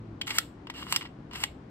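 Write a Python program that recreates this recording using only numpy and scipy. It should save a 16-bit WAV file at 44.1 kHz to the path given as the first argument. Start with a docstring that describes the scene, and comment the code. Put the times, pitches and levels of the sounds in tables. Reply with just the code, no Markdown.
"""A small room: a finger pushes plastic tiles across a sliding puzzle's tray on a table, three times.
Each move is a light touch, a gritty scrape of tiny slips, and a clack as the tile meets its neighbour.
Contacts chatter, ring the plastic and draw a short hollow note from the tray.
The room answers briefly over a low rumble, in which a hum sags and fades at the start."""
import sys
import numpy as np
from scipy import signal
from scipy.fft import rfft, irfft
from scipy.io import wavfile
from scipy.ndimage import uniform_filter1d

SR = 44100
rng = np.random.default_rng(int(sys.argv[2]) if len(sys.argv) > 2 else 0)


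def generate_wav(signal):
    """Clip the signal to [-1, 1] and save it as 16-bit WAV at the path in sys.argv[1]."""
    frames = np.transpose(np.atleast_2d(signal))
    scaled = np.clip(frames, -1, 1) * 32767
    pcm = np.round(scaled).astype(np.int16)
    wavfile.write(sys.argv[1], SR, pcm)


N = 74970
FFT_SIZE = 8192
TILE_CORRELATION = 0.83  # left with right


def clack(level_db, treble_db, rise_s, rattle_s, tray_hz, tray_db, tile_hz):
    """A tile chatters against its neighbour; the tray under it gives a short hollow note."""
    # freq_hz, density_db
    tile_spectrum = [(150, -24), (600, -19), (1000, -8.5), (1600, -4), (2400, 0), (3700, 2), (5000, -2.5),
                     (6200, -5), (7800, 3), (10000, -13), (13000, -12.5), (16000, -20)]
    # freq_ratio, level_db, t60_s
    tray_modes = [(.55, -20, 0.0078), (1, -2.5, 0.014), (1.33, 1.5, 0.0044)]
    ring_t60_s, tail_db, tail_t60_s = 0.018, -14, 0.085
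    tray_lag_s, tray_rise_s = 0.0008, 0.0011
    t = np.arange(FFT_SIZE // 2) / SR
    attack = np.minimum((t + 1 / SR) / rise_s, 1)
    decay_s = np.maximum(t - rattle_s, 0)
    envelope = attack * (amp(-60 * decay_s / ring_t60_s) + amp(tail_db - 60 * decay_s / tail_t60_s))
    drive = stereo_pair(chatter(envelope), chatter(envelope), TILE_CORRELATION)
    tile = plastic(drive, tile_spectrum, tile_hz, ring_width_hz=600, treble_db=treble_db)
    tray_s = np.maximum(t - tray_lag_s, 0)
    modes = sum((-1) ** k * amp(db - 60 * tray_s / t60_s) * np.sin(2 * np.pi * ratio * tray_hz * tray_s)
                for k, (ratio, db, t60_s) in enumerate(tray_modes))
    tray = 2 * (1 - np.exp(-tray_s / tray_rise_s)) * amp(tray_db) * modes
    return amp(level_db) * (tile + tray)


def chatter(envelope, passes=6):
    """A burst of tiny contacts under an envelope, with an even spectrum."""
    burst = rng.standard_normal(len(envelope)) * envelope
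    for _ in range(passes):
        flat = irfft(np.exp(1j * np.angle(rfft(burst))), len(burst))
        local_rms = np.sqrt(abs(uniform_filter1d(flat ** 2, size=48)) + 1e-20)
        burst = flat * envelope / local_rms
    return burst


def slides():
    """Tiles rub along the tray with a slight judder: a hollow scrape and a fine hiss."""
    # one path per slide: time_s, scrape_db, hiss_db
    paths = [
        [(.262, -59.5, -57), (.272, -43, -55.5), (.295, -39.5, -45.5), (.312, -36.5, -49), (.33, -44, -53),
         (.358, -37.5, -41), (.37, -40, -41.5), (.386, -35, -54.5), (.405, -73, -71)],
        [(.743, -65, -88.5), (.75, -46.5, -63), (.785, -44, -56.5), (.82, -43, -55.5), (.855, -55, -62.5),
         (.885, -45, -59), (.915, -40, -41.5), (.95, -36.5, -49), (.975, -50, -50.5), (.995, -54.5, -54),
         (1.03, -53.5, -67.5), (1.075, -50.5, -79)],
        [(1.312, -55.5, -83.5), (1.335, -45.5, -63.5), (1.357, -39.5, -50), (1.39, -47, -54), (1.412, -41, -46),
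         (1.438, -40.5, -51), (1.46, -52, -76)],
    ]
    # faint tile ring, one per slide: pitch_hz
    rings_hz = [2150, 2800, 2680]
    # both: freq_hz, density_db
    scrape_spectrum = [(200, -30), (600, -9), (1050, 1), (1600, -2), (2300, -2), (3100, -1), (3800, -1.5),
                       (5000, -4), (6500, -20.5), (16000, -49)]
    hiss_spectrum = [(1000, -45.5), (4000, -30), (6000, -9.5), (8100, 7.5), (9300, -7.5), (10300, -12),
                     (12500, -7), (14000, -7.5), (16000, -22.5)]
    judder_rms_db, judder_cutoff_hz = 0.5, 113.7
    t, hz = np.arange(N) / SR, np.fft.rfftfreq(N, 1 / SR)
    judder = unit_rms(irfft(rfft(rng.standard_normal(N)) / (1 + (hz / judder_cutoff_hz) ** 4), N))
    rub = stereo_pair(friction(), friction(), TILE_CORRELATION)
    rub = unit_rms(rub * amp(judder_rms_db * judder))
    mix = np.zeros((2, N))
    for path, ring_hz in zip(paths, rings_hz):
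        time_s, scrape_db, hiss_db = np.transpose(path)
        moving = (t >= time_s[0]) & (t <= time_s[-1])
        for level_db, spectrum in (scrape_db, scrape_spectrum), (hiss_db, hiss_spectrum):
            drive = rub * moving * amp(np.interp(t, time_s, level_db))
            mix += plastic(drive, spectrum, ring_hz, ring_width_hz=230)
    return mix


def friction(slips_per_s=2800, spread_db=2.5, smooth_share=0.4):
    """Dense tiny slips over a smooth rub."""
    impulses = (rng.random(N) < slips_per_s / SR) * rng.choice([-1, 1], N)
    slips = impulses * amp(spread_db * np.minimum(rng.exponential(1, N), 4))
    return np.sqrt(1 - smooth_share) * unit_rms(slips) + np.sqrt(smooth_share) * rng.standard_normal(N)


def plastic(drive, spectrum, ring_hz, ring_width_hz, ring_lift_db=6, treble_db=0):
    """Tile and tray resonate under a blow or rub: a minimum-phase filter of unit energy."""
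    # freq_hz, width_hz, lift_db
    body_resonances = [(1330, 160, 1), (1937, 57, 7), (2164, 170, 5), (2870, 240, 9.5), (3230, 150, 6.5),
                       (4320, 200, 3.5), (5110, 89, 9.5), (6950, 450, -1.5), (8120, 670, -7.5)]
    resonances = [*body_resonances, (ring_hz, ring_width_hz, ring_lift_db)]
    hz = abs(np.fft.fftfreq(FFT_SIZE, 1 / SR))
    peaks_db = sum(lift_db / (1 + (2 * (hz - freq_hz) / width_hz) ** 2)
                   for freq_hz, width_hz, lift_db in resonances)
    shelf_db = treble_db * hz ** 4 / (hz ** 4 + 5000 ** 4)
    log_gain = np.log(amp(curve_at(spectrum, hz) + peaks_db + shelf_db))
    response = np.fft.ifft(np.exp(np.conj(signal.hilbert(log_gain)))).real[:FFT_SIZE // 4]
    response = response / np.linalg.norm(response)
    return signal.fftconvolve(drive, response[None], axes=1)[:, :drive.shape[1]]


def microphones(tiles):
    """The tray lies nearer the left microphone: mostly earlier there, and fuller in the middle range."""
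    # freq_hz, left_over_right_db
    balance = [(100, -2), (350, 24), (700, 9.5), (1300, 8), (2400, 1.5), (4400, -5.5), (8000, 1.5),
               (15000, -1.5)]
    # freq_hz, left_lead_rad
    phase_lead = [(100, -1), (1500, 0.78), (2100, 1.52), (2800, 2.5), (5000, 3.5), (6600, 3.5), (8200, 5.5),
                  (11200, 11), (16000, 16.5)]
    hz = np.fft.rfftfreq(N, 1 / SR)
    left = amp(curve_at(balance, hz) / 2)
    right = np.exp(-1j * curve_at(phase_lead, hz)) / left
    return irfft(rfft(tiles) * np.array([left, right]), N)


def room(tiles, level_db=-17.5, rise_s=0.0042):
    """A diffuse tail, with two treble notches at 6 and 10 kHz that are not the room's."""
    # freq_hz, t60_s
    decay_times = [(300, .35), (1500, 0.17), (4000, 0.23), (8000, 0.27), (14000, 0.22)]
    # freq_hz, gain_db
    tail_colour_with_treble_notches = [(300, 8.5), (4500, 1), (6000, -11), (8000, 2.5), (10300, -15),
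                                       (12500, 4), (16000, -10)]
    hz, t, noise = signal.stft(rng.standard_normal((2, SR // 2)), SR, nperseg=256)
    colour_db = curve_at(tail_colour_with_treble_notches, hz)[:, None]
    band_db = colour_db - 60 * t / curve_at(decay_times, hz)[:, None]
    _, tail = signal.istft(noise * amp(band_db) * np.minimum(t / rise_s, 1), SR, nperseg=256)
    return amp(level_db) * signal.fftconvolve(tiles, tail / np.linalg.norm(tail[0]), axes=1)[:, :N]


def rumble(rms_db=-46.5):
    """Steady low background of the room, nearly the same on both sides."""
    # freq_hz, density_db
    spectrum = [(20, -17), (42, -11), (63, 0.5), (82, -9.5), (115, -2.5), (170, -3), (230, -5.5), (300, -3),
                (400, -11.5), (550, -17), (1100, -22), (2500, -33), (5000, -42.5), (9000, -56),
                (16000, -80)]
    # freq_hz, left_right_correlation
    correlation = [(100, .99), (300, 1), (700, 0.23), (2000, 0.1), (8000, 0.103)]
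    # freq_hz, left_over_right_db
    balance = [(70, 0.5), (300, 2.5), (800, 7.5), (1400, 8), (4000, -0.5)]
    hz = np.fft.rfftfreq(N, 1 / SR)
    noise = stereo_pair(*rfft(rng.standard_normal((2, N))), curve_at(correlation, hz))
    gain_db = curve_at(spectrum, hz) + curve_at(balance, hz) * np.array([[0.5], [-0.5]])
    return amp(rms_db) * unit_rms(irfft(noise * amp(gain_db), N))


def hum():
    """A faint low hum sags and fades."""
    # time_s, pitch_hz, level_db
    contour = [(0, 107.8, -42), (.04, 110.4, -50), (.12, 109.3, -44), (.19, 96, -54.5), (0.249, 90.7, -55)]
    # harmonics 1 to 3: gain_db
    harmonics_db = [3.5, -2, -5]
    t = np.arange(N) / SR
    time_s, pitch_hz, level_db = np.transpose(contour)
    phase = 2 * np.pi * np.cumsum(np.interp(t, time_s, pitch_hz)) / SR
    tone = sum(amp(db) * np.sin(k * phase + 2 * np.pi * rng.random())
               for k, db in enumerate(harmonics_db, 1))
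    return tone * amp(np.interp(t, time_s, level_db)) * (t < time_s[-1])


def amp(db):
    """Decibels to gain."""
    return 10 ** (np.asarray(db) / 20)


def unit_rms(x):
    """Scales to an rms of one."""
    return x / np.sqrt(np.mean(x ** 2) + 1e-20)


def curve_at(points, hz):
    """Interpolates a table on a log-frequency axis."""
    freq_hz, value = np.transpose(points)
    return np.interp(np.log(hz + 1), np.log(freq_hz + 1), value)


def stereo_pair(left, other, correlation):
    """Two correlated channels from two independent signals."""
    return np.array([left, correlation * left + np.sqrt(1 - correlation ** 2) * other])


def scene():
    """Slides and clacks in the room, over rumble and hum."""
    # start_s, level_db, treble_db, rise_s, rattle_s, tray_hz, tray_db, tile_hz
    contacts = [(0.2115, -28, -9.5, .003, 0.0064, 1308, -9, 3200),
                (0.269, -36.5, -1, .001, .003, 1306, -9.5, 8000),
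                (0.2758, -31.5, -1.5, .001, 0.0025, 1300, -5.5, 2150),
                (0.303, -29, -5.5, .003, 0.0066, 1295, -3, 2150),
                (0.307, -33, -9, .001, 0.0025, 864, -5, 2800),
                (0.384, -17, 9.5, .0003, 0.002, 1342, 2.5, 1950),
                (0.6698, -39, -15, .001, 0.001, 970, 2.5, 2700),
                (0.6979, -36.5, -8.5, .002, .0055, 940, 6.5, 2000),
                (0.738, -51, -3, .001, 0.0084, 1060, 5, 3000),
                (0.825, -42, -12, .002, 0.0052, 1110, 12, 3000),
                (0.866, -44.5, -23, .002, 0.0022, 1030, 12.5, 1900),
                (0.9238, -20.5, 6, .0008, 0.002, 1022, 2, 2470),
                (0.9606, -20, 2.5, .0003, 0.0026, 928, -8, 5000),
                (1.0097, -37, -14, .001, 0.0027, 1050, -2, 2200),
                (1.018, -37, -18.5, .001, 0.0016, 1020, -3, 1900),
                (1.026, -41.5, -8, .001, 0.0026, 990, 3, 2000),
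                (1.051, -45, -18.5, .002, 0.01, 924, 8, 2100),
                (1.311, -47, -9, .0005, 0.0028, 980, 6, 2700),
                (1.333, -43, 0.5, .001, 0.0026, 1070, 5, 2700),
                (1.355, -39, -13, .002, 0.0034, 1170, -6, 2200),
                (1.4363, -21, 0, .0008, .0022, 840, -3.5, 2170)]
    tiles = slides()
    for start_s, *blow in contacts:
        sound = clack(*blow)
        start = round(start_s * SR)
        tiles[:, start:start + sound.shape[1]] += sound[:, :N - start]
    return microphones(tiles) + room(tiles) + rumble() + hum()


def record(dry):
    """Low-pass at 16.4 kHz."""
    lowpass = signal.firwin(511, 16400, window=("kaiser", 9), fs=SR)
    return signal.oaconvolve(dry, lowpass[None], "same")


dry = scene()
out = record(dry)
generate_wav(out)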